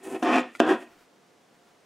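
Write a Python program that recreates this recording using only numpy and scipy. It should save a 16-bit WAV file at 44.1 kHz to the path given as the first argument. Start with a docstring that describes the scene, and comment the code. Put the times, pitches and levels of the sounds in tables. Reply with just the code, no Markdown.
"""A small room, close up: hands work a piece of glued leather round a hollow plastic case.
A light slide of skin leads into two dull stick-slip rubs that shake the case, each set off by a knock
as the grip gives way. The leather's grain rasps and squeaks, and the shell ticks as it is turned.
Then the fingers rest, barely brushing, over the room's hush and a faint hum."""
import sys
import numpy as np
from scipy import signal
from scipy.fft import rfft, irfft, next_fast_len
from scipy.io import wavfile
from scipy.ndimage import map_coordinates

SR = 44100
rng = np.random.default_rng(int(sys.argv[2]) if len(sys.argv) > 2 else 0)


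def generate_wav(signal):
    """Clip the signal to [-1, 1] and save it as 16-bit WAV at the path in sys.argv[1]."""
    frames = np.transpose(np.atleast_2d(signal))
    scaled = np.clip(frames, -1, 1) * 32767
    pcm = np.round(scaled).astype(np.int16)
    wavfile.write(sys.argv[1], SR, pcm)


N = 81585

# Envelopes of the three strokes, the rasp and the skin hiss. Each row: time in seconds, relative dB.
SLIDE_ENVELOPE = [(0, -50), (.025, -53.5), (.054, -42), (.08, -35), (.098, -38.5), (.13, -32), (.162, -30),
                  (.185, -43), (.222, -43.5)]
PUSH_ENVELOPE = [(.23, -24), (.245, -26), (.296, -21), (.33, -21), (.358, -18), (.398, -24), (.436, -37),
                 (.48, -46), (.52, -63)]
TURN_ENVELOPE = [(.615, -26), (.63, -24), (.65, -29), (.68, -22), (.716, -18), (.748, -27), (.804, -45.5),
                 (.825, -45), (.88, -58), (.95, -68)]
RASP_ENVELOPE = [(0, -67), (.05, -46.5), (.11, -81), (.158, -44), (.18, -64), (.222, -66), (.232, -36.5),
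                 (.255, -33.5), (.29, -32.5), (.35, -25.5), (.395, -29.5), (.425, -47.5), (.5, -56.5),
                 (.6, -57), (.62, -51), (.66, -35.5), (.705, -30.5), (.745, -37), (.77, -59), (.81, -50),
                 (.826, -45), (.85, -66), (.9, -97)]
HISS_ENVELOPE = [(0, -73), (.025, -69.5), (.04, -51.5), (.08, -53.5), (.13, -52.5), (.18, -61),
                 (.22, -60.5), (.235, -50), (.28, -64), (.33, -56.5), (.405, -57.5), (.42, -82), (.53, -73),
                 (.56, -61.5), (.58, -69.5), (.66, -71), (.69, -51.5), (.745, -61.5), (.77, -68),
                 (.83, -62), (.87, -83)]
# Tone of each contact and of the room's hush. Each row: frequency in Hz, relative gain in dB.
SLIDE_EQ = [(30, -70), (70, -61), (105, -46), (135, -17.5), (190, -14.5), (245, -8.5), (389, -2.5),
            (455, -21), (500, -9), (590, -16.5), (757, -15.5), (1270, -20.5), (1400, -24.5), (1620, -26.5),
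            (2620, -23), (3500, -35.5), (6000, -49), (12000, -78)]
PUSH_EQ = [(30, -61), (70, -58), (125, -40), (190, -11), (245, -3.5), (330, -6), (460, -7), (530, -2.5),
           (610, -14.5), (720, -3), (1000, -7.5), (1450, -12), (1850, -13.5), (2100, -30.5), (2500, -12),
           (3700, -35), (5400, -33.5), (12000, -71), (16000, -76)]
TURN_EQ = [(30, -56), (70, -63), (130, -19.5), (190, -14.5), (225, -7.5), (340, -7.5), (480, -10),
           (620, -13), (700, -4.5), (800, -9), (1100, -11), (1600, -16), (1900, -18.5), (2180, -30),
           (2900, -21.5), (3500, -29.5), (4100, -41.5), (6300, -58), (16000, -95)]
RASP_EQ = [(500, -52), (1200, 0.5), (1600, -10), (1850, 4.5), (2100, -2.5), (2500, -0.5), (3000, -5),
           (3500, -10), (4000, -13), (5500, -16), (8000, -21.5), (12000, -34.5), (16000, -64)]
HISS_EQ = [(1500, 0), (5000, -4.5), (7000, 3.5), (8800, 6), (10500, 1.5), (12000, -4), (15500, -11)]
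KNOCK_EQ = [(30, -43), (90, -37), (140, -14), (190, -13), (235, 3.5), (350, -1.5), (470, -3), (650, 0.5),
            (850, -6), (1600, -9), (2100, -22.5), (2800, -14), (3500, -22.5), (3900, -29), (5500, -31.5),
            (8000, -35.5), (11000, -49), (13000, -62), (16000, -69)]
TICK_EQ = [(100, -19), (300, -10), (900, -15), (2000, -12), (3000, 0), (6500, -10), (10000, -14),
           (15000, -32.5)]
BRUSH_EQ = [(150, -4), (400, -14), (1400, 1), (2500, -7), (4500, -11.5), (9000, -17.5), (15000, -21)]
HUSH_EQ = [(15, -83), (25, -61), (53, -36), (91, -13), (113, -14), (173, -3.5), (331, -2.5), (495, -3),
           (648, -8), (703, -9), (762, -7), (970, -9), (3170, -17.5), (6730, -22), (15500, -37)]
# Resonances of the clad case. Each row: pitch in Hz, width in Hz, lift in dB before and after the turn.
CASE_MODES = [(259.2, 18, 2, -4.5), (320.8, 9.9, 7, 12), (374.6, 20.4, 0.5, 9.5), (514.5, 4.7, 4.5, -19),
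              (554, 37, -23, -6), (688, 26.5, -3.5, 3), (904, 27, 0, -20), (1074, 20, -1, 1),
              (1257, 34, -6, -11.5), (1420, 25, -14, 2), (1613, 20, -27, -6), (1870, 29, -10, -0.5),
              (2330, 42, -12, -1), (3420, 18, -33, -4)]
# The thin ring of the rasp. Each row: pitch in Hz, width in Hz, lift in dB.
RASP_MODES = [(1845, 68, 6.5), (2570, 96, -1.5), (3460, 47, 12), (5750, 100, 0), (6870, 290, 0.5)]
# The shell knocked, and lightly touched. Each row: pitch in Hz, relative dB, 60 dB decay in seconds.
CLACK_MODES = [(592, -20, 0.013), (1602, -25, 0.09), (2880, -23, 0.0146), (3481, -30.5, 0.049),
               (4350, -43, 0.006), (5250, -31.5, 0.01), (7100, -36, 0.013)]
TOUCH_MODES = [(1415, 0, 0.028), (2040, -2, 0.029), (2256, 2, 0.024)]
# The grip gives way. Each row: start in seconds, relative level in dB.
KNOCK_CUES = [(0.2274, -12.5), (0.3651, -11), (.602, 2)]
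# Light touches on the case. Each row: start in seconds, relative ring and snap levels in dB.
TICK_CUES = [(.5512, -36, -41), (.5528, -53, -36), (.559, -47, -34), (.5705, -61, -38.5),
             (.5958, -38.5, -27)]
# Leather on plastic. Each row: centre in seconds, length in seconds, pitch in Hz, level in dB.
SQUEAK_CUES = [(.2315, .008, 6000, -43), (0.335, 0.015, 2560, -32), (.352, 0.0061, 2550, -31.5),
               (0.382, 0.021, 2440, -30), (.407, 0.0059, 7200, -47)]
# Resting fingers. Each row: centre in seconds, length in seconds, level in dB.
BRUSH_CUES = [(0.925, 0.098, -63.5), (1.019, 0.055, -63.5), (1.554, 0.026, -68), (1.68, 0.08, -68)]
# The room's tail. Each row: frequency in Hz, 60 dB decay in seconds.
ROOM_DECAY = [(150, 0.47), (350, 0.49), (1000, 0.32), (3000, 0.35), (6000, 0.15), (14000, 0.15)]
# The hum. Each row: pitch in Hz, level in dB.
HUM_TONES = [(506, -82.5), (705, -73)]
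# Stereo width of the handling and of the hush. Each row: frequency in Hz, side over mid in dB.
HANDLING_WIDTH = [(60, -20), (120, -29), (240, -61), (480, -32), (950, -26), (1890, -23.5), (3770, -14),
                  (7520, -19), (15000, -33)]
HUSH_SPREAD = [(60, -10), (150, -13.5), (380, -7.5), (950, -6.5), (2380, -8), (5980, -9.5), (15000, -9.5)]

TURNED_S = .55  # the grip changes here
WALL_GAP_S, SMEAR_S = 0.0047, 0.0022  # reflections off the walls, and off hands and table


def rubbing():
    """The main action: a light slide, a push round the case and a rub as it is turned."""
    return (stroke(SLIDE_ENVELOPE, SLIDE_EQ, gain_db=0.4, ring_db=-4.5, wet_db=-9)
            + stroke(PUSH_ENVELOPE, PUSH_EQ, gain_db=-0.76, ring_db=5.5, wet_db=-13)
            + stroke(TURN_ENVELOPE, TURN_EQ, gain_db=0.0, ring_db=2.5, wet_db=-9))


def stroke(envelope, eq, gain_db, ring_db, wet_db, attack_s=0.0071):
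    """One rub: the leather catches and slips, shaking the case."""
    t = np.arange(N) / SR
    start, end = envelope[0][0], envelope[-1][0]
    gate = np.clip(1 + np.minimum(t - start, (end - t) / 10) / attack_s, 0, 1)  # tenfold release
    friction = smear(slips(median_hz=300, scatter=.45, spread_db=1), near_db=7.5)
    shaken = resonate(coloured(friction, eq), grip(start > TURNED_S), ring_db)
    return amp(gain_db) * gate * level(envelope) * unit(room(shaken, wet_db))


def slips(median_hz, scatter, spread_db, count=6000):
    """Stick-slip: pulses of uneven spacing and size."""
    gap, size = rng.standard_normal((count, 2)).T
    at = (np.cumsum(np.exp(scatter * gap)) / median_hz * SR).astype(int)
    pulses = np.bincount(at[at < N], amp(spread_db * size)[at < N], N)
    return unit(pulses - pulses.mean())


def grip(turned):
    """The grip decides which of the case's resonances ring, before or after the turn."""
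    return [(hz, width, after if turned else before) for hz, width, before, after in CASE_MODES]


def knocks():
    """As the grip gives way the case thumps and its shell clacks."""
    thump = 0
    for s, db in KNOCK_CUES:
        hit = smear(taps([(s, db)], KNOCK_EQ), near_db=-0.5)
        thump += resonate(hit, grip(s > TURNED_S), ring_db=-2.5)
    clack = smear(shell_ring(KNOCK_CUES, CLACK_MODES), near_db=-7)
    return room(amp(-5.5) * thump, wet_db=-7.5) + room(amp(-2) * clack, wet_db=-7.5)


def shell_ring(cues, modes, low_cut_hz=348):
    """Each contact sets off damped modes, ringing with little bass."""
    t = np.arange(SR // 10) / SR
    ring = sum(amp(db - 60 * t / t60) * np.sin(2 * np.pi * hz * t) for hz, db, t60 in modes)
    low_cut = signal.butter(2, low_cut_hz, btype="high", fs=SR, output="sos")
    return signal.sosfilt(low_cut, signal.fftconvolve(impulses(cues), ring)[:N])


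def scraping():
    """The grain of the leather rasps, and skin hisses over its smooth face."""
    grit = slips(median_hz=5000, scatter=.9, spread_db=5.5, count=14000)
    rasp = unit(resonate(coloured(grit, RASP_EQ), RASP_MODES, ring_db=-4))
    hiss = noise(HISS_EQ) * amp(1.46 * wobble(150))
    return room(amp(-5) * level(RASP_ENVELOPE) * rasp, wet_db=-8.5) + level(HISS_ENVELOPE) * hiss


def squeaks(half_width_hz=130):
    """Brief, narrow, high chirps where the leather sticks."""
    chirps = 0
    for s, length, pitch, db in SQUEAK_CUES:
        band = filtered(rng.standard_normal(N), lambda hz: 1 / (1 + ((hz - pitch) / half_width_hz) ** 2))
        chirps += amp(db) * swell(s, length) * unit(band)
    return chirps


def ticks():
    """Fingers touch the shell: a tiny snap and a short ring."""
    ring = shell_ring([(s, db) for s, db, _ in TICK_CUES], TOUCH_MODES)
    snap = taps([(s, db) for s, _, db in TICK_CUES], TICK_EQ)
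    return room(ring + smear(snap, near_db=1), wet_db=-25)


def brushes():
    """Fingers shift a little on the held leather."""
    return sum(amp(db) * swell(s, length) for s, length, db in BRUSH_CUES) * noise(BRUSH_EQ)


def smear(x, near_db):
    """Reflections off hands and table smear the treble over a few milliseconds."""
    fade = np.exp(-np.arange(SR // 40) / SR / SMEAR_S)
    reflections = rng.standard_normal(len(fade)) * fade * (1 - fade)
    echo = signal.fftconvolve(x, reflections / np.linalg.norm(reflections))[:N]
    treble = lambda hz: amp(near_db) * hz / (hz + 2000)
    direct = filtered(x, lambda hz: 1 / np.hypot(1, treble(hz)))
    return direct + filtered(echo, lambda hz: treble(hz) / np.hypot(1, treble(hz)))


def room(x, wet_db):
    """Direct sound plus a short tail that dies sooner in the treble."""
    hz, t, spectrum = signal.stft(rng.standard_normal(SR // 2), SR, nperseg=256)
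    decay = amp(-60 * t / along(ROOM_DECAY, hz)[:, None])
    tail = signal.istft(spectrum * decay, SR, nperseg=256)[1]
    tail *= 1 - np.exp(-(np.arange(len(tail)) / SR / WALL_GAP_S) ** 2)  # soft onset
    return x + amp(wet_db) * signal.fftconvolve(x, tail / np.linalg.norm(tail))[:N]


def room_tone(hush_db=-61.5, right_lean_db=.6):
    """The bed: a steady hush with a faint, slightly unsteady hum."""
    t = np.arange(N) / SR
    hum = sum(amp(db) * np.sqrt(2) * np.sin(2 * np.pi * hz * t + 0.35 * wobble(8.4))
              for hz, db in HUM_TONES)
    mid, side = amp(hush_db) * noise(HUSH_EQ, shape=(2, N))
    side = coloured(side, HUSH_SPREAD)
    pan = amp([[-right_lean_db / 2], [right_lean_db / 2]])
    return pan * (np.array([mid + side, mid - side]) + hum)


def resonate(x, modes, ring_db):
    """The contact itself plus the resonances it excites."""
    def response(hz):
        return sum(amp(db) * 1j * hz * width / (pitch ** 2 - hz ** 2 + 1j * hz * width)
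                   for pitch, width, db in modes)
    return x + amp(ring_db) * filtered(x, response)


def taps(cues, eq):
    """Single contacts, each peaking at its level."""
    return coloured(impulses(cues), eq) / np.abs(coloured(signal.unit_impulse(N), eq)).max()


def impulses(cues):
    """One impulse for each (s, dB) cue."""
    s, db = np.transpose(cues)
    return np.bincount(np.round(s * SR).astype(int), amp(db), N)


def noise(eq, shape=N):
    """Coloured noise at rms 1."""
    return unit(coloured(rng.standard_normal(shape), eq))


def coloured(x, eq):
    """Minimum-phase EQ through (Hz, dB) points, so nothing rings ahead of a hit."""
    def response(hz):
        cepstrum = irfft(np.log(amp(along(eq, hz)) + 1e-6))
        half = len(cepstrum) // 2
        cepstrum[1:half] *= 2
        cepstrum[half + 1:] = 0
        return np.exp(rfft(cepstrum))
    return filtered(x, response)


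def filtered(x, response):
    """Apply a complex frequency response."""
    size = 2 * next_fast_len(N)
    return irfft(rfft(x, size) * response(np.fft.rfftfreq(size, 1 / SR)), size)[..., :N]


def level(envelope):
    """Gain per sample from (s, dB) points."""
    return amp(np.interp(np.arange(N) / SR, *np.transpose(envelope)))


def swell(s, length):
    """A bell-shaped rise and fall about time s."""
    return np.exp(-2 * ((np.arange(N) / SR - s) / length) ** 2)


def wobble(rate):
    """A smooth random curve, rate knots a second."""
    return map_coordinates(rng.standard_normal(int(N * rate / SR) + 4), [np.arange(N) * rate / SR])


def along(points, hz):
    """Interpolate (Hz, value) points on a log axis."""
    freqs, values = np.transpose(points)
    return np.interp(np.log(hz + 1), np.log(freqs + 1), values)


def amp(db):
    """Decibels to gain."""
    return 10 ** (np.asarray(db) / 20)


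def unit(x):
    """Scale to rms 1."""
    return x / np.sqrt(np.mean(x ** 2) + 1e-20)


def scene():
    """Nearly mono handling, widened by a slight phase shift, over the room tone."""
    mid = rubbing() + scraping() + squeaks() + knocks() + ticks() + brushes()
    comb = lambda hz: np.sqrt(2) * np.cos(2 * np.pi * hz * WALL_GAP_S)
    side = filtered(mid, lambda hz: 1j * amp(along(HANDLING_WIDTH, hz)) * comb(hz))
    return np.array([mid + side, mid - side]) + room_tone()


def record(dry, top_hz=15800):
    """A brick-wall high cut on the mix."""
    return filtered(dry, lambda hz: hz < top_hz)


dry = scene()
out = record(dry)
generate_wav(out)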